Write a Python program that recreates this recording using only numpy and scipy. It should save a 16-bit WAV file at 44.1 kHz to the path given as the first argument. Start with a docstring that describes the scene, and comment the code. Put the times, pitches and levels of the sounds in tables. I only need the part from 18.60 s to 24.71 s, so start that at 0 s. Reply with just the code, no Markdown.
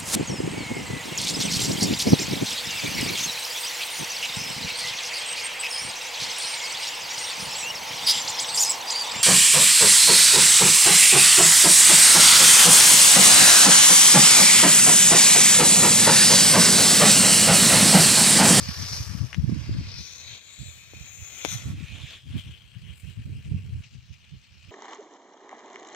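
"""A small smoke bomb burns on a wooden table outdoors, with wind buffeting the microphone.
First the fuse hisses and spits twice; the hiss turns hollow as the flame sinks into the shell's neck.
Near 2.85 s the charge catches with a sharp pop that rings the shell, and a short, bright flare.
From 3.1 s smoke pours through the nozzle in a softer, sputtering jet; late on the nozzle burns open."""
import sys
import numpy as np
from scipy import signal
from scipy.fft import rfft, irfft
from scipy.io import wavfile
from scipy.ndimage import uniform_filter1d

SR = 44100
rng = np.random.default_rng(int(sys.argv[2]) if len(sys.argv) > 2 else 0)


def store_pcm(level_fs):
    """Save levels as 16-bit WAV."""
    pcm = np.round(np.clip(level_fs, -1, 1) * 32767).astype(np.int16)
    wavfile.write(sys.argv[1], SR, np.atleast_2d(pcm).T)


N = 269451
TIME = np.arange(N) / SR
FRAME, HOP = 512, 128  # samples; the jets are shaped frame by frame
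FRAME_S = np.arange(N // HOP + 5) * HOP / SR
BIN_HZ = np.fft.rfftfreq(FRAME, 1 / SR)

# where the shell sits as the microphone moves, positive to the left: time_s, pan_db
SHELL_PAN = [(.3, -2.5), (.75, 2), (1.2, 1), (1.4, 5), (1.65, 4.5), (2.0, 7.5), (2.93, 6.5), (3.15, -.5),
             (3.58, 2), (3.75, 6.5), (4.35, 8), (6.11, 3)]


def fuse():
    """The fuse's hiss turns hollow as the flame sinks into the resonant neck; then the charge flares."""
    # how hard the fuse burns, and the vent's whistle on top: time_s, level_db, whistle_db
    burn = [(0, -49, 5.5), (.37, -48.5, 13), (.48, -52.5, 5.5), (.68, -57.5, 3), (.81, -62, 2),
            (.99, -54.5, -1.5), (1.2, -55.5, 2.5), (1.39, -54.5, 10.5), (1.58, -58, 9), (1.74, -50.5, -2.5),
            (1.81, -61.5, 4), (2.04, -56.5, 6.5), (2.28, -58.5, -1), (2.42, -54, 0.5), (2.58, -56, 6),
            (2.84, -47.5, 3.5), (3.03, -53.5, 3), (3.11, -54.5, -1.5)]
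    # the flame's way into the shell: time_s, depth (0-1), neck_hz, vent_hz
    descent = [(0, 0, 3300, 5180), (.7, 0, 3400, 5300), (1.18, 0.39, 4250, 4740), (1.35, 0.54, 3960, 5120),
               (1.48, 0.73, 4020, 5910), (1.72, 0.79, 3770, 6680), (2.02, 0.83, 3800, 7280),
               (2.35, 0.99, 3900, 6860), (2.8, 1, 3270, 6730), (2.92, 0.69, 3700, 6180),
               (3.06, 0.32, 3650, 6800)]
    # ride of the fizzing treble: time_s, level_db
    fizz_ride = [(0, -56), (.37, -50.5), (.56, -60), (.81, -70), (1.0, -70), (1.31, -73.5), (1.4, -63),
                 (1.55, -63), (1.8, -72), (2.12, -63), (2.28, -68.5), (2.6, -59.5), (2.84, -57),
                 (3.11, -62.5)]
    # tone of the rush and the fizz, in the open and down the neck: freq_hz, gain_db
    open_rush = [(100, -25), (400, -0.5), (700, -2), (1000, 2.5), (1400, 3), (2500, 2.5), (3200, 0.5),
                 (4200, -5), (6000, -5.5), (8000, -12), (12000, -41)]
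    neck_rush = [(100, -12), (400, -11.5), (700, -15), (1100, -14.5), (1800, -8), (2200, -2.5), (2450, 6.5),
                 (2740, -8), (3300, -7.5), (4100, -11.5), (4850, -16.5), (5900, -5), (9000, -27)]
    open_fizz = [(4000, -35), (7000, -3.5), (8500, -2.5), (10200, -5), (11700, -3.5), (13500, -5.5),
                 (15500, -12)]
    neck_fizz = [(5000, -25), (7900, -0.5), (8750, 4.5), (9600, -5.5), (10400, -5.5), (11400, -1),
                 (12300, -11), (13500, 4), (14800, 12), (15500, 7)]
    # how alike left and right sound: freq_hz, correlation
    likeness = [(100, 0.48), (640, 0.69), (1400, 0.25), (3100, 0.47), (4800, 0.87), (6800, 0.31),
                (10000, 0.067), (15000, .3)]
    t = FRAME_S[:, None]
    burn_db, whistle_db = follow(burn, t)
    depth, neck_hz, vent_hz = follow(descent, t)
    pan_db, = follow(SHELL_PAN, t)
    flare = bump(t, centre=2.93, width=0.05)
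    rush_db = burn_db + 3.5 + 4.5 * flare - 0.5 * depth
    neck_db = burn_db - 16 + 23.5 * bump(depth, centre=0.68, width=0.36)  # rings most part way down
    vent_db = burn_db + whistle_db - 0.8 + 10.5 * flare
    fizz_db = follow(fizz_ride, t)[0] + 12.5 * flare
    rush = gain_of((1 - depth) * curve_at(open_rush, BIN_HZ) + depth * curve_at(neck_rush, BIN_HZ))
    fizz = tone(open_fizz) ** (2 - depth ** 2) * tone(neck_fizz) ** (depth ** 2)
    layers = [(rush, rush_db, (0.34 + 0.54 * depth) * pan_db),
              (resonance(neck_hz, width_hz=1800 - 550 * depth), neck_db, 0.76 * pan_db + 0.88),
              (resonance(vent_hz, width_hz=2370 - 1180 * depth), vent_db, 1.5 * pan_db + 7.5),
              (fizz, fizz_db, 1.25 * pan_db + 3 + 9 * flare)]
    # the right side hears the hiss slightly later as the flame sinks into the neck
    right_lag_s = 45e-6 + 22e-6 * depth ** 2
    hiss = jet(layers, likeness, right_lag_s, echo_gain=0.22, patchy_db=1.4)
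    return hiss * flutter(slow_hz=13, fast_hz=154, depth_db=1.2)


def smoke():
    """Smoke rushes through the nozzle, spurts now and then, and sputters more as the charge burns on."""
    # how hard the smoke flows, and the nozzle's ring on top: time_s, level_db, ring_db
    flow = [(3.13, -58.5, 1), (3.19, -53, -4), (3.38, -51, 2.5), (3.54, -50, 7.5), (3.64, -67.5, 6),
            (3.7, -56, 1.5), (3.92, -57.5, 4.5), (4.07, -66, 4.5), (4.29, -60.5, 2.5), (4.6, -62.5, 0),
            (5.2, -62.5, -1), (5.31, -69.5, 4), (5.75, -68.5, 7.5), (5.92, -70.5, 5.5), (6.11, -62.5, 6.5)]
    # the nozzle's resonance sinks as it burns open: time_s, pitch_hz, width_hz
    nozzle = [(3.1, 3270, 1300), (3.5, 3280, 1000), (3.75, 3150, 760), (5.15, 2960, 850),
              (5.35, 2860, 1430), (6.11, 2867, 1380)]
    # spurts of smoke: centre_s, half_length_s, lift_db, fizz_lift_db
    spurts = [(3.789, 0.023, 11.5, 12), (4.396, 0.049, -4.5, 11.5), (4.49, 0.041, 5.5, 6),
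              (4.855, 0.02, 5.5, 1), (5.245, 0.02, 12, -7), (5.338, 0.021, 7, 4), (5.536, 0.011, 8.5, 9),
              (5.843, .015, 5.5, 0)]
    # tone of the jet's body, hiss and top: freq_hz, gain_db
    rush = [(200, -4), (600, -8), (1100, -11), (1600, -5), (2100, -2), (2480, 6.5), (2750, 2), (3300, -16),
            (4000, -4.5), (4800, -19), (7000, -42.5)]
    hiss = [(2500, -36), (4000, 5), (4800, 2.5), (5600, 3), (6800, -2.5), (7800, -6), (9500, -19),
            (12000, -40)]
    fizz = [(5000, -20), (7400, 9.5), (8600, 9), (9800, 3.5), (11300, -3), (13000, -3), (15000, 5),
            (15600, -33)]
    # how alike left and right sound: freq_hz, correlation
    likeness = [(100, 0.11), (640, 0.5), (1400, 0.86), (3100, 0.81), (6800, 0.42), (15000, 0.16)]
    t = FRAME_S[:, None]
    flow_db, ring_db = follow(flow, t)
    pan_db, = follow(SHELL_PAN, t)
    spurt_db = sum(db * bump(t, s, width) for s, width, db, _ in spurts)
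    spray_db = sum(db * bump(t, s, width) for s, width, _, db in spurts)
    widened = np.interp(t, [5.23, 5.27], [0, 1])  # the nozzle burns open: more hiss, less fizz
    hiss_db = -25 + 0.69 * flow_db + 0.83 * spurt_db + 5.5 * widened
    fizz_db = -35.5 + 0.6 * flow_db + spray_db - 7.5 * widened
    vent_db = flow_db + np.interp(t, [3.6, 3.64], [-11, -31])  # the vent sings on until it clears
    layers = [(tone(rush), flow_db + 1.55 + 0.54 * spurt_db, pan_db - 0.8),
              (resonance(*follow(nozzle, t)), flow_db + ring_db + spurt_db - 0.7, pan_db + 2),
              (resonance(centre_hz=6800, width_hz=2200), vent_db, pan_db + 5),
              (tone(hiss), hiss_db, 0.85 * pan_db + 4 * widened),
              (tone(fizz), fizz_db, pan_db + 13)]
    sputter = flutter(slow_hz=28, fast_hz=220, depth_db=2) ** np.interp(TIME, [3.4, 4.1], [0.55, 1])
    return jet(layers, likeness, right_lag_s=-7.3e-6, echo_gain=0.12, patchy_db=2) * sputter


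def jet(layers, likeness, right_lag_s, echo_gain, patchy_db):
    """Turbulent gas noise at the microphone's two ports; each layer is (colour, level_db, pan_db)."""
    # a near reflection shifts as the microphone moves: time_s, lag_s
    reflection = [(0, 0.0017), (.7, 0.0017), (1.45, 0.002), (2.8, 0.0014), (3.7, 0.00186), (5.2, 0.0018),
                  (6.11, 0.0016)]
    a, b, c, d, patches = rng.standard_normal((len(FRAME_S), len(BIN_HZ), 5)).transpose(2, 0, 1)
    alike = np.clip(curve_at(likeness, BIN_HZ), -0.9, 0.9)
    delay = np.exp(-2j * np.pi * BIN_HZ * right_lag_s)
    left = a + 1j * b
    right = alike * delay * left + np.sqrt(1 - alike ** 2) * (c + 1j * d)
    power = 0
    for colour, level_db, pan_db in layers:
        ports = gain_of([pan_db / 2, -pan_db / 2])
        colour = unit_rms(colour, axis=-1)
        # the level is set on the mono mix
        mono_spectrum = colour ** 2 * ((ports ** 2).sum(0) + 2 * alike * delay.real) / 4
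        mono_power = np.mean(mono_spectrum, axis=-1, keepdims=True)
        power = power + (colour * gain_of(level_db) * ports) ** 2 / mono_power
    echo_s, = follow(reflection, FRAME_S[:, None])
    comb = unit_rms(abs(1 + echo_gain * np.exp(2j * np.pi * BIN_HZ * echo_s)))
    # random patches in time and frequency make the colour flicker
    patches = unit_rms(uniform_filter1d(uniform_filter1d(patches, size=14, axis=0), size=9, axis=1))
    frames = np.array([left, right]) * np.sqrt(power) * comb * unit_rms(gain_of(patchy_db * patches))
    _, hiss = signal.istft(frames.swapaxes(1, 2), nperseg=FRAME, noverlap=FRAME - HOP)
    return hiss[:, :N] * np.sqrt(3 / FRAME)


def pops():
    """Each pocket of powder throws a short pressure wave and rings the shell; the table bounces it back."""
    # powder pops: start_s, level_db, pitch_hz, swell_s, rise_octaves_per_s, ring_db, pan_db
    pockets = [(0.7295, -21.5, 1400, 0.00083, 530, -25, 11), (0.7447, -21.5, 1430, 0.00066, 550, -21.5, 8),
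               (2.335, -28.5, 332, 0.00042, 150, -43, 24), (2.8492, -8, 493, 0.00033, 100, -9.5, 30)]
    # modes of the shell: pitch_hz, level_db, t60_s, delay_s
    shell_modes = [(2330, -5.5, 0.0096, 0.0007), (3380, -5.5, 0.007, 0.00079),
                   (5830, -6.5, 0.006, 0.000416), (10500, -10.5, 0.0016, 0.000013),
                   (14800, -30, 0.0027, 0.000026)]
    out, t = np.zeros((2, N)), np.arange(SR // 50) / SR
    ring = snap = 0
    for hz, db, t60_s, delay_s in shell_modes:
        age = np.maximum(t - delay_s, 0)
        mode = gain_of(db - 60 * age / t60_s) * np.sin(2 * np.pi * hz * age)
        if hz < 8000:
            ring = ring + mode
        else:
            snap = snap + mode
    for start_s, db, hz, swell_s, rise, ring_db, pan_db in pockets:
        turns = np.cumsum(hz * 2 ** np.minimum(rise * t, 1)) / SR  # chirps up one octave
        blast = -gain_of(db) * t / swell_s * np.exp(1 - t / swell_s) * np.sin(2 * np.pi * turns)
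        shell = ring + gain_of(0.84 * (db + 12)) * snap  # the high snap grows with the pop's level, faster than the shell's ring
        pop = gain_of([[0], [-pan_db]]) * (blast + gain_of(ring_db) * shell)
        add(out, start_s, pop)
        add(out, start_s + 0.00238, gain_of(-21.5) * pop)  # off the table top
    return low_cut(out, hz=190)  # the pops carry no deep bass


def reflections(x, level_db, t60_s):
    """Adds weak, quick reflections from the table and the ground; open air leaves no tail."""
    t = np.arange(SR // 25) / SR
    taps = rng.standard_normal((2, len(t))) * (rng.random((2, len(t))) < 0.03)
    taps = taps * (t > 0.002) * gain_of(-60 * t / t60_s)
    taps = taps / np.linalg.norm(taps, axis=1, keepdims=True)
    return x + gain_of(level_db) * signal.oaconvolve(x, taps, axes=1)[:, :N]


def wind():
    """Gusts hit each port; a large eddy sweeps the small ones aside with one push."""
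    # large single eddies: centre_s, level_db, pitch_hz, port (0 left, 1 right)
    thumps = [(.091, -17.5, 154, 1), (.552, -17, 160, 0), (.616, -16, 121, 0), (0.787, -8.5, 130, 0),
              (0.843, -8.5, 135, 1), (0.933, -11.5, 155, 1), (1.188, -13.5, 124, 0), (2.017, -25, 138, 1),
              (3.105, -18, 133, 1), (3.228, -23.5, 152, 0), (3.755, -17, 140, 1), (4.947, -13, 136, 1)]
    out = np.array([buffet(gust_level(port=0, breeze_db=-59.5)),
                    buffet(gust_level(port=1, breeze_db=-53))])
    for centre_s, db, hz, port in thumps:
        turns = (TIME - centre_s) * hz
        push = gain_of(db) * bump(turns, 0, 0.56) * np.cos(2 * np.pi * turns)
        duck = 1 - 0.42 * bump(turns, 0, 1.15)
        out[round(port)] = push + duck * out[round(port)]
    return out


def gust_level(port, breeze_db):
    """Wind level in dB at one port: each gust rises, holds and dies away over the breeze."""
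    # gusts on the microphone: start_s, length_s, left_db, right_db
    gusts = [(0.01, 0.023, -28.5, -50), (0.062, 0.046, -41.5, -29), (0.188, 0.058, -28.5, -44),
             (0.318, 0.11, -35, -35.5), (0.467, 0.14, -29, -54), (0.61, 0.044, -25.5, -48),
             (0.778, 0.017, -20.5, -57), (0.848, 0.12, -35.5, -21), (0.964, 0.077, -61, -30.5),
             (1.082, 0.13, -26, -30.5), (1.236, 0.18, -40, -37.5), (1.644, 0.11, -48, -66),
             (2.002, 0.026, -69, -31.5), (2.057, 0.034, -60, -39), (2.35, 0.095, -71, -39),
             (2.594, 0.041, -70, -41.5), (2.887, 0.14, -41.5, -35), (3.059, 0.08, -32.5, -29),
             (3.172, 0.049, -32.5, -51), (3.304, 0.14, -58, -36.5), (3.646, 0.08, -37.5, -43),
             (3.742, 0.024, -31, -27), (3.863, 0.03, -34, -35.5), (4.156, 0.014, -34.5, -67),
             (4.222, 0.12, -50, -39.5), (4.431, 0.056, -55, -32), (4.576, 0.038, -33, -36.5),
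             (4.663, 0.13, -36.5, -33.5), (4.878, 0.11, -30, -27.5), (5.041, 0.15, -34, -34.5),
             (5.341, 0.026, -36, -51), (5.506, 0.011, -47.5, -38.5), (5.726, 0.036, -47.5, -39.5),
             (5.943, 0.029, -69, -45.5), (6.089, 0.05, -55, -37.5)]
    # the breeze drops twice: centre_s, half_length_s, dip_db
    lulls = [(1.865, .13, -10.5), (5.83, 0.043, -15)]
    rise_s, fall_s = 0.013, 0.024
    power = gain_of(breeze_db + sum(db * bump(FRAME_S, s, width) for s, width, db in lulls)) ** 2
    for start_s, length_s, *port_db in gusts:
        early = np.maximum(start_s - FRAME_S, 0)
        late = np.maximum(FRAME_S - start_s - length_s, 0)
        power = power + (gain_of(port_db[port]) * np.exp(-early / rise_s - late / fall_s)) ** 2
    return np.interp(TIME, FRAME_S, 10 * np.log10(power))


def buffet(gust_db):
    """Eddies rumble on one port; stronger and more ragged gusts shed faster eddies, in bursts."""
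    # tone of the large eddies, and of the small, quick ones torn off them: freq_hz, gain_db
    rumble = [(15, -42), (28, -24), (43, -14), (65, -3.5), (88, 4.5), (130, 0.5), (170, -7), (220, -16.5),
              (300, -35.5), (400, -30), (600, -50.5), (1500, -83)]
    tatter_tone = [(90, -31), (160, 2), (220, 8), (300, 1.5), (400, -20), (600, -22), (1500, -84)]
    # how ragged the wind is, as a ride on the small eddies: time_s, level_db
    raggedness = [(0, -16), (.85, -14), (1.2, -9.5), (2.0, -10), (2.5, -33), (3.15, -4), (3.8, -7),
                  (4.45, -35), (4.65, -2.5), (4.9, -20.5), (6.11, -8)]
    strength = np.clip((gust_db + 54.5) / 30, 0, 1)
    eddies = np.sqrt(1 - strength) * noise(rumble, stretch=0.92) + np.sqrt(strength) * noise(rumble)
    # a gust keeps its strength from one eddy to the next
    swell = uniform_filter1d(uniform_filter1d(eddies ** 2, size=1100), size=1100)
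    eddies = eddies / np.sqrt(abs(swell) + 0.013)
    ragged_db, = follow(raggedness, TIME)
    tatters = gain_of(ragged_db) * strength ** 2 * noise(tatter_tone)
    tatters *= flutter(slow_hz=13, fast_hz=45, depth_db=4.5)
    eddies *= flutter(slow_hz=5.1, fast_hz=21.1, depth_db=4)
    return gain_of(gust_db + 0.74) * (eddies + tatters)


def field():
    """The faint, steady rustle of the field, wide in stereo."""
    # tone of the outdoor bed: freq_hz, gain_db
    rustle = [(20, -2), (90, 1.5), (200, 12), (400, -12.5), (1000, -4.5), (3000, -3), (8000, -36.5),
              (16000, -16)]
    return gain_of(-66) * np.array([noise(rustle), noise(rustle)])


def noise(spectrum, stretch=1):
    """Steady noise of the given colour, stretched along the frequency axis."""
    hz = np.fft.rfftfreq(N, 1 / SR)
    colour = gain_of(curve_at(spectrum, hz / stretch))
    return unit_rms(irfft(rfft(rng.standard_normal(N)) * colour, N))


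def flutter(slow_hz, fast_hz, depth_db):
    """Uneven burning or blowing: a random gain that wanders between two rates."""
    hz = np.fft.rfftfreq(N, 1 / SR)
    band = hz / (hz + slow_hz) ** 1.5 / (1 + (hz / fast_hz) ** 2)
    wander = unit_rms(irfft(rfft(rng.standard_normal(N)) * band, N))
    return unit_rms(gain_of(depth_db * wander))


def resonance(centre_hz, width_hz):
    """A steep-sided peak in each frame."""
    return (1 + (BIN_HZ - centre_hz) ** 2 / width_hz ** 2) ** -4.0


def tone(spectrum):
    """An EQ curve in dB as one gain for each bin of a frame."""
    return gain_of(curve_at(spectrum, BIN_HZ))


def curve_at(points, hz):
    """A curve's value at the given frequencies, joined on a log axis."""
    freq_hz, value = np.transpose(points)
    return np.interp(np.log(hz + 1), np.log(freq_hz + 1), value)


def follow(rows, t):
    """Each column of an automation curve at the times t."""
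    time_s, *columns = np.transpose(rows)
    return [np.interp(t, time_s, column) for column in columns]


def bump(t, centre, width):
    """A smooth rise and fall of height one."""
    return np.exp(-((t - centre) / width) ** 2)


def gain_of(db):
    """Decibels to amplitude."""
    return 10 ** (np.asarray(db) / 20)


def unit_rms(x, axis=None):
    """Scales to an rms of one."""
    return x / np.sqrt(np.mean(abs(x) ** 2, axis=axis, keepdims=True) + 1e-20)


def low_cut(x, hz):
    """Rolls off the bass at 12 dB per octave."""
    return signal.sosfilt(signal.butter(2, hz, "high", fs=SR, output="sos"), x)


def add(mix, start_s, sound):
    """Lays a stereo sound into the mix."""
    part = mix[:, round(start_s * SR):][:, :sound.shape[1]]
    part += sound[:, :part.shape[1]]


def scene():
    """The fuse hands over to the smoke jet, under wind and the faint rustle of the field."""
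    handover = np.interp(TIME, [3.1, 3.14], [0, 1])
    hiss = np.sqrt(1 - handover) * fuse() + np.sqrt(handover) * smoke()
    bed = field()
    hiss = reflections(hiss, level_db=-10.5, t60_s=0.038)
    cracks = reflections(pops(), level_db=-9, t60_s=0.032)
    return hiss + cracks + wind() + bed


def record(dry):
    """The microphone's low cut and the recorder's band limit."""
    band_limit = signal.firwin(511, cutoff=15680, window=("kaiser", 9), fs=SR)
    return signal.oaconvolve(low_cut(dry, hz=37.4), band_limit[None], "same")


dry = scene()
out = record(dry)
store_pcm(out)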